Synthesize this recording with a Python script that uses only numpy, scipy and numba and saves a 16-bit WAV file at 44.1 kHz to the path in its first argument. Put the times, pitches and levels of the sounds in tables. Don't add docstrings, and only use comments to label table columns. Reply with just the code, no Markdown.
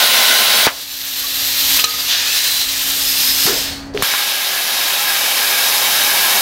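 import sys
import numpy as np
from scipy import signal
from scipy.fft import rfft, irfft, next_fast_len
from scipy.io import wavfile
from numba import njit

SR = 44100
rng = np.random.default_rng(int(sys.argv[2]) if len(sys.argv) > 2 else 0)


def attenuation_scalar(level_db):
    decades = np.asarray(level_db, float) / 20
    return 10 ** decades


def unload_wav(signal):
    wavfile.write(
        sys.argv[1],
        SR,
        np.round(np.clip(np.atleast_2d(signal).T, -1, 1) * 32767).astype(np.int16),
    )


N = 282681
SIZE = next_fast_len(N)
TIME = np.arange(N) / SR
HZ = np.arange(SIZE // 2 + 1) * SR / SIZE + 1e-3
TOP_HZ = 15760
ARC_BREAKS_S, ARC_RESTRIKES_S = .669, 4.024
FAN_HZ, RUMBLE_OVER_FAN_DB = 275, 2
SHUT_S, SAG_DB_PER_S = 3.44, 39.5
EMPTY_S, DIE_DB_PER_S = 3.686, 96
UNCHOKED_DULL_DB = 1
LOW_LINGERS, HIGH_FADES, TOP_FADES = 0.42, 0.074, 0.33
REOPEN_S, REOPEN_DB, REFILL_DB_PER_S, REOPEN_DULL_DB = 3.937, -33, 215, 10
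TONE_RISE_PER_S = 0.022

# [f/Hz, level/dB per Hz]
FIRST_ROAR_COLOUR = [(24, -57), (40, -34), (147, -24.5), (230, -12.5), (310, -17), (657, -5.5),
                     (1060, -7.5), (1170, -11), (1460, -1), (1790, -7.5), (3870, 0.5), (7420, -11.5),
                     (15700, -12)]
SECOND_ROAR_COLOUR = [(24, -65), (40, -38.5), (230, -14), (487, -10.5), (525, -7), (823, -5.5),
                      (1390, -6.5), (1660, -5), (1970, -7.5), (3870, -5), (8200, -11.5), (13500, -6.5),
                      (15700, -14)]
# [f/Hz, width/Hz, lift/dB]
FIRST_BAR_MODES = [(630, 130, 0.5), (1046, 30, 7), (1500, 42, 3.5), (2030, 190, 5.5), (2940, 55, 2.5),
                   (3330, 78, 0), (3880, 160, 1)]
SECOND_BAR_MODES = [(829, 90, 4), (1060, 40, 4), (1300, 40, 3), (1645, 65, 8.5), (2270, 110, 5),
                    (2620, 40, 4), (3100, 60, 3), (3785, 45, 6.5), (5140, 90, 6)]
# [f/Hz, level/dB per Hz]
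RUMBLE_COLOUR = [(12, -41), (20, 8), (65, -2.5), (195, -10), (275, -8.5), (329, -12), (812, -10.5),
                 (1120, -20), (1230, -21), (1500, -21), (1950, -18), (3300, -120)]
# [f/Hz, level/dB against the fan tone]
MOTOR_TONES = [(80, -10.5), (138, -11), (212, -12.5)]
# [t/s, level/dB]
FAN_LEVEL = [(0, -52), (.49, -52.5), (.66, -52.5), (.86, -52.5), (1.78, -38.5), (1.81, -42.5), (1.87, -46),
             (2.6, -46.5), (2.7, -43), (3.44, -39), (3.8, -34.5), (3.94, -32.5), (4.02, -31),
             (4.024, -54.5), (4.4, -56.5), (5.0, -55), (5.25, -54.5), (6.41, -53)]
# [t/s, peak level/dB, f/Hz,
# width/Hz, t60/s]
POP_EVENTS = [(.6678, 2, 650, 800, .05), (.6685, -9, 240, 200, .08), (.6725, -3, 1300, 1200, .11),
              (.797, -19, 1500, 3000, .005), (.685, -16, 550, 700, .45), (1.236, -30, 1135, 25, .05),
              (1.68, -36, 70, 40, .3), (1.7905, -6, 2500, 1800, .09), (1.796, -5, 3000, 700, .06),
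              (1.8035, -8, 3800, 3000, .04), (1.8412, -4, 4600, 4500, .04), (2.65, -33, 38, 14, .3),
              (3.453, -19, 150, 70, .1), (3.462, -7, 4200, 3500, .35), (3.465, -10, 1000, 1100, .4),
              (3.815, -27, 45, 25, .12), (3.938, -27, 4500, 1500, .03), (3.9752, -3.5, 2300, 2000, .001),
              (4.0232, -3, 900, 1500, .04), (4.0236, -5, 7000, 9000, .03), (4.024, -21, 150, 120, .06),
              (4.036, -2, 5000, 4000, .0015), (4.138, -5, 1200, 1200, .16)]
# [f/Hz, level/dB per Hz]
HISS_COLOUR = [(180, -35), (300, -16), (315, -24), (418, -17), (1450, -9), (1680, -6), (2120, -7),
               (3910, -1.5), (10000, -10), (13300, -5), (15700, -10)]
# [start t/s, end t/s, f/Hz, width/Hz, lift/dB]
NOZZLE_TONES = [(.7, 2.2, 13000, 1300, 6), (.7, 1.8, 4120, 400, 3), (1.87, 2.05, 4700, 250, 5),
                (2.08, 2.17, 3480, 200, 5), (2.05, 2.6, 1750, 200, 4), (2.25, 2.4, 2550, 200, 5),
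                (2.3, 2.75, 4050, 110, 9), (2.65, 3.7, 12050, 300, 7.5), (2.7, 3.65, 13300, 500, 3),
                (2.95, 3.8, 5110, 140, 8.5), (2.7, 3.6, 9200, 250, 4), (3.68, 3.96, 4400, 140, 10)]
# [t/s, louder/dB, duller/dB]
JET_AIM = [
    (1.8, -1, 0),
    (1.87, -1, 3.5),
    (2.06, 1.5, 0),
    (2.13, 8, 6.5),
    (2.2, 5, 6),
    (2.36, 5, -0.5),
    (2.58, 3, -1.5),
    (2.66, -1, -0.5),
    (2.95, -1.5, -1),
]
# [t/s, peak level/dB, dullness/-0.2 to 1]
SQUARE_BLOWS = [
    (1.772, -15, -.2),
    (1.793, -4, .25),
    (1.841, 1, -.1),
    (1.94, -11, .5),
]
# [f/Hz, level/dB, t60/s]
SQUARE_MODES = [(474, -28, .5), (1245, -17, .4), (1264, -17, .35), (1776, -20, .15), (2519, -13, .07),
                (2767, -12, .07), (3009, -10, .05), (3935, -5, .06), (4150, -1, .065), (4667, -11, .05),
                (5100, -12, .04), (5782, -4, .04), (7100, -9, .03)]
# [t/s, level/dB]
SQUARE_SLIDE = [
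    (2.06, -40),
    (2.1, -29),
    (2.135, -25),
    (2.15, -26),
    (2.18, -30),
]
# [t/s, f/Hz, level/dB, roughness/0-1]
VALVE_CLOSING = [
    (3.455, 332, -33, 1),
    (3.48, 396, -20, 1.1),
    (3.52, 427.6, -24, 0.75),
    (3.56, 446, -26.5, 0.9),
    (3.62, 460, -34, 0.8),
]
VALVE_OPENING = [
    (3.945, 420, -36, .1),
    (3.948, 420, -16, .1),
    (3.958, 420, -20, .1),
    (3.967, 420, -18, .1),
    (3.971, 420, -28, .5),
    (4.02, 380, -29, .8),
]


def rms_one(x):
    return x / np.sqrt(np.mean(x ** 2) + 1e-20)


def in_time(rows):
    s, *columns = np.transpose(rows)
    gate = np.clip(np.minimum(TIME - s[0], s[-1] - TIME) / .002 + 1, 0, 1)
    return gate, [np.interp(TIME, s, column) for column in columns]


def at_hz(points, hz):
    points = np.array(points)
    return np.interp(np.log(hz), np.log(points[:, 0]), points[:, 1])


def drift(rate):
    r = np.exp(-80 * np.pi * rate / SR)
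    slow = signal.lfilter([1], [1, -2 * r, r * r], rng.standard_normal(N // 40 + 2002))[2000:]
    return np.interp(np.arange(N) / 40, np.arange(len(slow)), rms_one(slow))


@njit
def moving_resonance(x, hz, width_hz, sr):
    r = np.exp(-np.pi * width_hz / sr)
    y = np.zeros(len(x))
    for i in range(2, len(x)):
        ring = 2 * r * np.cos(2 * np.pi * hz[i] / sr) * y[i - 1] - r * r * y[i - 2]
        y[i] = (1 - r * r) / 2 * (x[i] - x[i - 2]) + ring
    return y


def turbulence(source, colour, shares_db, mid_hz, patchy_db, shared_db):
    spectrum = rfft(source, SIZE) * attenuation_scalar(at_hz(colour, np.minimum(HZ, 15400)))

    def level(low, high):
        inside = (HZ > low) & (HZ < high)
        return np.sqrt(np.sum(np.abs(spectrum[inside]) ** 2) * 2) / SIZE

    spectrum /= level(*mid_hz)
    ranges = [(mid_hz[0] / 5, mid_hz[0]), (mid_hz[1], 10500), (10500, TOP_HZ)]
    low_db, high_db, top_db = [share - 20 * np.log10(level(*r)) for share, r in zip(shares_db, ranges)]
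    treble_db = {25: 0.21 * high_db, 26: high_db, 27: top_db, 28: top_db}
    gust_db = shared_db * (0.23 * drift(15) + 0.84 * drift(18))
    out = np.zeros(N)
    for step in range(10, 29):
        mask = np.cos(np.pi / 2 * np.clip(2 * np.log2(HZ) - step, -1, 1)) ** 2
        lowness = np.clip(np.log2(1.27 * mid_hz[0]) - step / 2, 0, 1)
        share_db = treble_db.get(step, lowness * low_db)
        out += irfft(spectrum * mask, SIZE)[:N] * attenuation_scalar(share_db + gust_db + patchy_db * drift(19))
    return out


def arc(start_s, end_s, roar_db, shares_db, widen_db_per_s, colour, bar, spit_per_s, spit_db):
    gate, (burnt_s,) = in_time([(start_s, 0), (end_s, end_s - start_s)])
    shares_db = [db + widen_db_per_s * burnt_s for db in shares_db]
    spit_sizes = attenuation_scalar(2.8 * np.minimum(rng.exponential(1, N), 4)) * rng.choice([-1, 1], N)
    spits = (rng.random(N) < spit_per_s / SR) * spit_sizes
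    source = rng.standard_normal(N) + attenuation_scalar(spit_db) * spits
    roar = turbulence(source, colour, shares_db, (2000, 6500), patchy_db=0.6, shared_db=0.5)
    for hz, width_hz, lift_db in bar:
        ring = moving_resonance(roar, np.full(N, float(hz)), float(width_hz), SR)
        roar = roar + (attenuation_scalar(lift_db + 1.4 * drift(9)) - 1) * ring
    return gate * attenuation_scalar(roar_db) * roar


def yard():
    hum = attenuation_scalar(1.2 * drift(16)) * np.sin(2 * np.pi * FAN_HZ * TIME + 1.4 * drift(0.87))
    for hz, level_db in MOTOR_TONES:
        hum += attenuation_scalar(level_db + 0.76 * drift(8.5)) * np.sin(2 * np.pi * hz * TIME + 2.1 * drift(2.7))
    spectrum = rfft(rng.standard_normal(N), SIZE) * attenuation_scalar(at_hz(RUMBLE_COLOUR, HZ))
    rumble = rms_one(irfft(spectrum, SIZE)[:N])
    return np.sqrt(2) * hum + attenuation_scalar(RUMBLE_OVER_FAN_DB + 1.5 * drift(4)) * rumble


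def walls(x):
    response = np.zeros(int(.06 * SR))
    lags_s = rng.uniform(.002, .035, 14)
    response[(lags_s * SR).astype(int)] = attenuation_scalar(-15 - 260 * lags_s) * rng.choice([-1, 1], 14)
    response = signal.lfilter([.6], [1, -.4], response)
    response[0] = 1
    return signal.fftconvolve(x, response / np.linalg.norm(response))[:N]


def stray_treble(mono):
    side, fade = np.zeros(N), np.hanning(2048)
    for when, where in rng.random((32, 2)):
        i = int(when * (N - 2048))
        low_hz = 4200 + where * (14300 - 4200)
        band = signal.butter(8, [low_hz, low_hz + 1500], "band", fs=SR, output="sos")
        heard, noise = signal.sosfilt(band, [mono[i:i + 2048], rng.standard_normal(2048)])
        side[i:i + 2048] += fade * rms_one(noise) * heard.std() * attenuation_scalar(-2.5)
    return side * [[1], [-1]]


def pops():
    out, age = np.zeros(N), np.arange(12000) / SR
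    for s, peak_db, hz, width_hz, t60 in POP_EVENTS:
        puff = rng.standard_normal(len(age)) * attenuation_scalar(-60 * age / t60)
        puff[:3] += 2.2
        for _ in range(2):
            puff = moving_resonance(puff, np.full(len(age), float(hz)), 1.5 * width_hz, SR)
        i = int(s * SR)
        out[i:i + len(age)] += attenuation_scalar(peak_db) * puff / np.abs(puff).max()
    return out


def jet():
    _, (louder_db, duller_db) = in_time(JET_AIM)
    before = TIME < REOPEN_S
    sag_db = SAG_DB_PER_S * np.maximum(TIME - SHUT_S, 0)
    lost_db = before * (sag_db + DIE_DB_PER_S * np.maximum(TIME - EMPTY_S, 0))
    refill_db = np.minimum(REOPEN_DB + REFILL_DB_PER_S * (TIME - REOPEN_S), 0)
    louder_db = np.where(before, louder_db - lost_db, refill_db)
    duller_db = np.where(before, duller_db + UNCHOKED_DULL_DB * (TIME > EMPTY_S), REOPEN_DULL_DB)
    low_db = -11 + LOW_LINGERS * lost_db
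    high_db = -6.5 - duller_db - HIGH_FADES * lost_db
    top_db = -5 - duller_db - TOP_FADES * lost_db
    hiss = turbulence(rng.standard_normal(N), HISS_COLOUR, (low_db, high_db, top_db), (2500, 6500),
                      patchy_db=0.52, shared_db=0.98)
    for start, end, hz, width_hz, lift_db in NOZZLE_TONES:
        along = np.clip((TIME - start) / (end - start), 0, 1)
        glide_hz = hz * (1 + TONE_RISE_PER_S * (along - .5) * (end - start))
        swell_db = lift_db * np.minimum(1, 1.8 * np.sin(np.pi * along))
        hiss = hiss + (attenuation_scalar(swell_db) - 1) * moving_resonance(hiss, glide_hz, float(width_hz), SR)
    flowing = np.clip((TIME - ARC_BREAKS_S) / .01, 0, 1) * (TIME < ARC_RESTRIKES_S)
    return flowing * attenuation_scalar(23.5 + louder_db) * hiss


def square():
    s, peak_db, dull = np.transpose(SQUARE_BLOWS)
    gate, (slide_db,) = in_time(SQUARE_SLIDE)
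    grit = gate * attenuation_scalar(slide_db - 25) * (rng.random(N) < 900 / SR) * rng.standard_normal(N)
    scatter_db = rng.normal(0, 1.5, (len(s), len(SQUARE_MODES)))
    out = np.zeros(N)
    for k, (hz, level_db, t60) in enumerate(SQUARE_MODES):
        clicks = grit + 1e-18
        blow_db = peak_db - 8 + scatter_db[:, k] - 9 * dull * np.log2(hz / 1500)
        clicks[(s * SR).astype(int)] += attenuation_scalar(blow_db)
        r, w = attenuation_scalar(-60 / (t60 * SR)), 2 * np.pi * hz / SR
        out += attenuation_scalar(level_db) * signal.lfilter([0, np.sin(w)], [1, -2 * r * np.cos(w), r * r], clicks)
    thin_plate = signal.butter(2, 380, "high", fs=SR, output="sos")
    return signal.sosfilt(thin_plate, out)


def valve(rows):
    gate, (hz, level_db, rough) = in_time(rows)
    rough = np.clip(rough, 0, 1)
    cycle = np.sin(2 * np.pi * np.cumsum(hz) / SR)
    noise = rms_one(moving_resonance(rng.standard_normal(N), hz, 120., SR))
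    air = rms_one(moving_resonance(rng.standard_normal(N), 2.6 * hz, 1800., SR))
    puffs = air * (1 + cycle) * attenuation_scalar(-21)
    return gate * attenuation_scalar(level_db) * (np.sqrt(2 - 2 * rough) * cycle + np.sqrt(rough) * noise + puffs)


def scene():
    cuts = arc(0, ARC_BREAKS_S, roar_db=38.5, shares_db=(-7, -8.5, -5.5), widen_db_per_s=-0.5,
               colour=FIRST_ROAR_COLOUR, bar=FIRST_BAR_MODES, spit_per_s=270, spit_db=-5.0)
    cuts += arc(ARC_RESTRIKES_S, 6.41, roar_db=35.5, shares_db=(-10, -8, -4.5), widen_db_per_s=1.5,
                colour=SECOND_ROAR_COLOUR, bar=SECOND_BAR_MODES, spit_per_s=180, spit_db=4.5)
    _, (gain_db,) = in_time(FAN_LEVEL)
    lasting = attenuation_scalar(gain_db) * (walls(cuts + jet()) + yard())
    mono = lasting + pops() + square() + valve(VALVE_CLOSING) + valve(VALVE_OPENING)
    return np.array([mono, mono])


def low_pass(x):
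    return signal.sosfilt(signal.butter(12, 16860, fs=SR, output="sos"), x)


def record(dry):
    heard = signal.sosfilt(signal.butter(2, 42, "high", fs=SR, output="sos"), dry)
    clipped = np.clip(heard + stray_treble(heard[0]), -1, 1)
    mix = signal.sosfilt(signal.ellip(12, .3, 90, TOP_HZ, fs=SR, output="sos"), clipped)
    return low_pass(mix)


dry = scene()
out = record(dry)
unload_wav(out)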